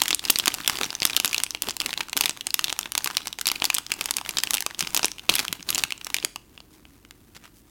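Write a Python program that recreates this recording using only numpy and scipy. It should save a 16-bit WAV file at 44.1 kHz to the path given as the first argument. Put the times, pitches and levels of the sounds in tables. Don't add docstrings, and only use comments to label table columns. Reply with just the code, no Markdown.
import sys
import numpy as np
from scipy import signal
from scipy.fft import rfft, irfft
from scipy.io import wavfile
from scipy.ndimage import uniform_filter1d

SR = 44100
rng = np.random.default_rng(int(sys.argv[2]) if len(sys.argv) > 2 else 0)


def pcm_store(signal):
    levels = np.round(np.clip(np.atleast_2d(signal), -1, 1) * 32767)
    wavfile.write(sys.argv[1], SR, levels.astype(np.int16).T)


N = 339570
TIME = np.arange(N) / SR
SNAP_SAMPLES, CUTOFF_HZ = 1024, 16500
LET_GO_S = 6.3


def from_db(db):
    return 10 ** (np.asarray(db) / 20)


def unit_rms(x):
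    return x / np.sqrt(np.mean(x ** 2))


def unit_energy(x):
    return x / np.linalg.norm(x, axis=-1, keepdims=True)


def db_at(spectrum, hz):
    known_hz, db = np.transpose(spectrum)
    return np.interp(np.log(np.maximum(hz, 1)), np.log(known_hz), db)


def decay(t, t60_s):
    return np.exp(-np.log(1000) * t / t60_s)


def noise(spectrum):
    gain = from_db(db_at(spectrum, np.fft.rfftfreq(N, 1 / SR)))
    return unit_rms(irfft(rfft(rng.standard_normal(N)) * gain, N))


def drift(per_s):
    return unit_rms(np.interp(TIME * per_s, np.arange(N), rng.standard_normal(N)))


def slips(depth_db, per_s):
    return from_db(depth_db * np.clip(drift(per_s), -2, 2))


def place(times_s, sounds):
    out = np.zeros(N + sounds.shape[1])
    starts = np.clip(np.round(times_s * SR).astype(int), 0, N)
    for start, sound in zip(starts, sounds):
        out[start:start + len(sound)] += sound
    return out[:N]


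def minimum_phase(gain_db):
    cepstrum = irfft(np.log(from_db(gain_db)))
    return np.exp(rfft(cepstrum * (1 + np.sign(np.fft.fftfreq(SNAP_SAMPLES)))))


# f/Hz, relative level/dB
AIR_SPECTRUM = [(25,-22), (50,-12.5), (75,-8.5), (125,-11), (200,-14), (290,-9), (550,-27), (4000,-41),
                (16000,-35)]


def room_air(level_db=-56):
    return from_db(level_db) * noise(AIR_SPECTRUM)


# f/Hz, level before trim/dB
HUM_TONES = [(48.4,-62.5)]


def hum(trim_db=-2, waver_rad=1.0):
    out = np.zeros(N)
    for hz, level_db in HUM_TONES:
        phase = 2 * np.pi * hz * TIME + waver_rad * drift(per_s=1.4)
        out += from_db(level_db + trim_db) * np.sqrt(2) * np.sin(phase)
    return out


def room(dry, wall_s=0.0096, wall_db=-25.5, tail_db=-21.5, t60_s=0.38, build_s=0.002, lowpass_hz=7000):
    t = TIME[:SR]
    tail = rng.standard_normal(len(t)) * decay(t, t60_s) * (1 - np.exp(-t / build_s))
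    tail = unit_energy(signal.lfilter(*signal.butter(1, lowpass_hz, fs=SR), tail))
    wall = place(np.array([wall_s]), dry[None])
    return dry + from_db(wall_db) * wall + from_db(tail_db) * signal.fftconvolve(dry, tail)[:N]


# t/s, length/s, level/dB, centre f/Hz
FOAM_STROKES = [(3.069, 0.079, -55, 1494), (6.694, .08, -56, 4980), (7.343, 0.038, -42.5, 1960),
                (7.421, 0.065, -48, 1350), (7.532, 0.094, -56, 7000)]


def brushes(edge_ratio=2.25):
    friction = rng.standard_normal(N) * slips(depth_db=6, per_s=500)
    out = np.zeros(N)
    for start_s, length_s, level_db, hz in FOAM_STROKES:
        band = signal.butter(1, [hz / edge_ratio, hz * edge_ratio], "band", fs=SR, output="sos")
        swell = np.sin(np.pi * np.clip((TIME - start_s) / length_s, 0, 1))
        out += from_db(level_db) * unit_rms(signal.sosfilt(band, friction)) * swell
    return out


# t/s, peak level before
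# trim/dB, centre f/Hz
LOW_THUDS = [(0.804, -24, 297.6), (1.671, -28.5, 324.1), (1.85, -31.5, 299.5), (2.153, -27.5, 330),
             (4.818, -29, 219), (5.29, -23, 213), (5.489, -33, 140), (5.589, -35.5, 200),
             (5.83, -35, 110), (6.236, -28, 274), (7.356, -40, 200)]


def bumps(trim_db=-3, t60_s=0.05, rise_s=0.009, edge_ratio=1.504):
    t = TIME[:SR // 5]
    thuds = []
    for _, level_db, hz in LOW_THUDS:
        push = rng.standard_normal(len(t)) * (1 - np.exp(-t / rise_s)) * decay(t, t60_s)
        band = signal.butter(2, [hz / edge_ratio, hz * edge_ratio], "band", fs=SR, output="sos")
        thud = signal.sosfilt(band, push)
        thuds.append(from_db(level_db + trim_db) * thud / abs(thud).max())
    return place(np.array(LOW_THUDS)[:, 0], np.array(thuds))


# t/s, length/s, level/dB
HAND_PULLS = [(0.0, .08, -35), (0.23, .31, -37.5), (0.57, .3, -35.5), (0.92, .07, -45), (1.017, .13, -35.5),
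              (1.221, .2, -38), (1.632, .06, -40), (1.81, .09, -41), (1.978, .04, -39), (2.171, .1, -36),
              (2.376, .08, -48), (2.58, .25, -43), (2.979, .3, -42), (3.391, .03, -47), (3.47, .3, -41),
              (3.9, .29, -40.5), (4.258, .3, -39.5), (4.789, .25, -38), (5.188, .08, -48), (5.31, .09, -33),
              (5.479, .06, -43), (5.682, .14, -34.5), (6.061, .18, -44.5)]


def effort(attack_s=0.02, release_db_per_s=230, held_db=-51.5, aside_db=-58.5, unsteady_db=1.5):
    power = from_db(np.where(TIME < LET_GO_S, held_db, aside_db)) ** 2
    for start_s, length_s, level_db in HAND_PULLS:
        attack = np.clip(1 + (TIME - start_s) / attack_s, 0, 1)
        release_db = release_db_per_s * np.maximum(TIME - start_s - length_s, 0)
        power += (attack * from_db(level_db - release_db)) ** 2
    return 10 * np.log10(power) + unsteady_db * drift(per_s=25)


# f/Hz, relative level/dB
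RUSTLE_SPECTRUM = [(100, 1), (330, 7), (520, -5), (900, 3.5), (1900, -0.5), (3000, -1.5), (16000, -8)]


def rustle(effort_db, trim_db=-4):
    friction = slips(depth_db=5, per_s=600) * noise(RUSTLE_SPECTRUM)
    return from_db(effort_db + trim_db) * unit_rms(friction)


# f/Hz, relative level/dB
FILM_SPECTRUM = [(30, -20.5), (110, -16.5), (330, -5.5), (540, -12.5), (850, -5), (1900, -7), (2750, 0),
                 (4200, -2), (7000, -5.5), (11000, -10.5), (16000, -18.5)]


def buckle(level_db, ring_hz, tilt_db, ring_db=10, damping=0.14, split_hz=4500, flap_rise_s=0.00018):
    t = TIME[:SNAP_SAMPLES]
    hz = np.maximum(np.fft.rfftfreq(SNAP_SAMPLES, 1 / SR), 20)
    draws = rng.standard_normal((len(level_db), SNAP_SAMPLES + 1))
    shake, stretch = draws[:, 1:], from_db(2 * draws[:, :1])
    crack = unit_energy(shake * decay(t, t60_s=0.0049 * stretch))
    flap = unit_energy(shake * decay(t, t60_s=0.0097 * stretch) * (1 - np.exp(-t / flap_rise_s)))
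    flap_share = 1 / (1 + (hz / split_hz) ** 2)
    burst = flap_share * rfft(flap) + (1 - flap_share) * rfft(crack)
    burst /= np.sqrt(uniform_filter1d(abs(burst) ** 2, 60, axis=1))
    half_width_hz = 450 + damping * ring_hz[:, None]
    detune = (hz - ring_hz[:, None]) / half_width_hz
    slope_db = np.clip(tilt_db, -7, 8)[:, None] * np.log2(hz + 400)
    colour_db = db_at(FILM_SPECTRUM, hz) + slope_db + ring_db / (1 + detune ** 2)
    sounds = unit_energy(irfft(burst * minimum_phase(colour_db))[:, :SNAP_SAMPLES // 2])
    return sounds * from_db(level_db)[:, None] * np.sqrt(0.002 * SR)


def crackle(effort_db, count=230, tick_db=-29.5, spread_db=6.5, facet_hz=3100, loading_s=0.012):
    held = TIME < LET_GO_S
    pauses = np.ones((len(BIG_CREASES), int(loading_s * SR)))
    loading = place(np.array(BIG_CREASES)[:, 0] - loading_s, pauses) > 0
    work = np.cumsum(from_db(0.75 * effort_db) * (held & ~loading))
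    thresholds = (np.arange(count) + 2 * rng.random(count)) / (count + 1)
    times_s = np.interp(thresholds, work / work[-1], TIME)
    size, facet, tilt = np.clip(rng.standard_normal((count, 3)), -1.5, 1.5).T
    strain_db = np.interp(times_s, TIME, effort_db) - np.median(effort_db[held])
    level_db = tick_db + 0.19 * strain_db + spread_db * size
    ring_hz = facet_hz * 2 ** (0.91 * facet)
    tilt_db = -0.42 + 1.15 * size + 1.28 * tilt
    return place(times_s, buckle(level_db, ring_hz, tilt_db, ring_db=12, damping=0.16))


def neighbour_snaps(effort_db, taut_db=-42, soonest_s=0.002, latest_s=0.007, drop_db=11, spread_db=2):
    times_s, level_db, ring_hz, tilt_db = np.transpose(BIG_CREASES)
    wait, size, facet = rng.random((len(times_s), 3)).T
    tautness = 1 / (1 + from_db(taut_db - np.interp(times_s, TIME, effort_db)) ** 2)
    weaker_db = level_db - drop_db + spread_db * (2 * size - 1)
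    sounds = buckle(weaker_db, ring_hz * 2 ** (facet - 0.5), tilt_db + 1)
    lag_s = soonest_s + (latest_s - soonest_s) * wait
    return place(times_s + lag_s, tautness[:, None] * sounds)


# t/s, level/dB, facet ring f/Hz, nominal tilt/(dB/octave)
BIG_CREASES = [(0.0181, -7, 14000, -0.5), (0.0358, -22, 8200, 3.5), (0.081, -15, 2325, 4),
               (0.1064, -12.5, 2200.0, 1), (0.1292, -12.5, 4090, -2), (0.1466, -11.5, 8960, 5.5),
               (0.299, -9.5, 4220, -3), (0.3023, -0.5, 13300, 6), (0.3585, -13, 4560, -0.5),
               (0.3869, -12.5, 765, 6.5), (0.3978, -13, 3690, 1), (0.4582, -13.5, 1532, 5),
               (0.4722, -16.5, 1407, -1.5), (0.4793, -7, 1237, 1.5), (0.5413, -18.5, 13070, 1.5),
               (0.6769, -7, 2200.0, 4.5), (0.6973, -12.5, 1503, 1.0), (0.8329, -16, 3073, 0),
               (0.8425, -21, 5914, -2.5), (1.02, -14.5, 4940, -3.5), (1.0301, -16, 3120, 1),
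               (1.0522, -6.5, 12200, 1), (1.066, -23, 10040, 2), (1.1652, -6.5, 3394, 6),
               (1.1743, -20, 1320, 0), (1.2, -12.5, 1111, 2), (1.2467, -11.0, 11000.0, -1.5),
               (1.2573, -15, 12820, 2.5), (1.3301, -17.5, 2470, 2), (1.3452, -12.5, 2666, 2.5),
               (1.3804, -15.5, 5520, 0.5), (1.4357, -11.5, 9420, 2), (1.5485, -19.5, 3048, -1.5),
               (1.6213, -13, 1600.0, 8.5), (1.6863, -18.5, 13100, -3), (1.7077, -21, 6570, 0),
               (1.767, -22, 910, 5.5), (1.8019, -15.5, 4246, 2), (1.8608, -16.0, 2021, 2),
               (1.9301, -19.5, 2180, -0.5), (1.9762, -19, 3692, -1), (2.0063, -18.5, 2860, -3.5),
               (2.1301, -18.5, 2535, 0.5), (2.1674, -15, 11570, -1), (2.1741, -13, 13150, 0),
               (2.2093, -8, 13560, 1), (2.2577, -11.0, 2840, 2.5), (2.2944, -15.5, 8520, -1),
               (2.4688, -16.0, 8850, 1), (2.5419, -9, 12950, 1.5), (2.5923, -14, 1935, 1),
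               (2.6424, -12, 3613, 3.5), (2.6958, -21.5, 4236, 0), (2.7267, -17.5, 8570, -2.5),
               (2.7902, -14.5, 1116, 4.5), (2.8572, -24, 2508, -3.5), (2.92, -20.5, 11200, 1),
               (2.9519, -15.5, 1620, 1.5), (2.978, -11.5, 782.5, 4), (3.0441, -16, 12870, 3.5),
               (3.0593, -19.0, 1228, -0.5), (3.074, -17.0, 1405, 1), (3.169, -10.5, 4100, 1.5),
               (3.2715, -20, 1294, 3), (3.4124, -18, 1614, 5), (3.4567, -17.5, 4350, 1),
               (3.4693, -11.5, 11910, 1), (3.478, -15.5, 3305, 5), (3.4867, -15.0, 4640, 2),
               (3.5162, -14.5, 13020, -1), (3.6209, -13.5, 2900.0, -4), (3.6421, -13, 764, 2.5),
               (3.6532, -12.5, 4800.0, 6.5), (3.701, -11.5, 2467, 0.5), (3.744, -14, 12040, 5),
               (3.7489, -14, 7960, 5), (3.7833, -15.5, 1310, 4), (3.9182, -12.5, 2095, 2),
               (4.01, -18.5, 12920, -1), (4.0577, -17.5, 994, 4), (4.109, -13.0, 9860, 1),
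               (4.1678, -14.5, 9830, 3.5), (4.1842, -21, 2214, 0), (4.2918, -19.5, 10960, -0.5),
               (4.3705, -15, 3866, 0.5), (4.385, -13.5, 6490, -0.5), (4.4355, -12, 2007, 4),
               (4.5075, -12.5, 1305, 5.5), (4.5348, -17, 1090, 3), (4.5419, -11.5, 10650, 1.5),
               (4.5495, -17.5, 13020, 2.5), (4.6056, -18, 784, 5.5), (4.664, -15, 867, 1.5),
               (4.7927, -18.5, 6840, 3.5), (4.807, -15, 2180, 3), (4.9466, -9.5, 807, 6.5),
               (4.9651, -12.5, 6304, 0), (4.9743, -13.5, 13050, 0), (5.0308, -17, 5780, -3.5),
               (5.045, -10, 6400.0, -2.5), (5.0558, -14.0, 9300, 5), (5.2922, -9.5, 2960, -4.5),
               (5.2957, -5, 3385, 2), (5.3384, -17, 3060, 4), (5.3537, -11, 12060, 2),
               (5.3837, -20, 2390, 2), (5.3923, -13.5, 1940, 2.5), (5.5274, -16.5, 12870, -1.5),
               (5.6894, -19.5, 4144, 3.5), (5.7042, -13.5, 12210, 3), (5.7472, -15.0, 6960, 4.0),
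               (5.7798, -15.5, 990.0, 3.5), (5.8368, -10.5, 2166, 2.5), (5.9223, -17.5, 3040, 0.5),
               (6.0464, -25, 6210, 10), (6.068, -23.5, 1390, 1.5), (6.1437, -11, 2300.0, 3.5),
               (6.1657, -20, 2630, 3), (6.248, -12.0, 9500, 0), (6.3597, -23.5, 1420, 0.5),
               (6.577, -34.5, 3070, -5), (6.6035, -37.0, 4800.0, -4), (6.853, -41, 2900.0, -6.0),
               (7.0498, -41.5, 1800.0, -2.5), (7.109, -35.5, 1900.0, 1.5)]


def snaps():
    times_s, level_db, ring_hz, tilt_db = np.transpose(BIG_CREASES)
    return place(times_s, buckle(level_db, ring_hz, tilt_db))


def scene():
    effort_db = effort()
    creases = snaps() + neighbour_snaps(effort_db) + crackle(effort_db)
    handling = creases + rustle(effort_db) + bumps() + brushes()
    return (room(handling) + hum() + room_air())[None]


def record(dry, ceiling=0.78):
    rounded = dry / (1 + (dry / ceiling) ** 4) ** (1 / 4)
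    lowpass = signal.ellip(10, 0.2, 90, CUTOFF_HZ, fs=SR, output="sos")
    return signal.sosfilt(lowpass, rounded)


dry = scene()
out = record(dry)
pcm_store(out)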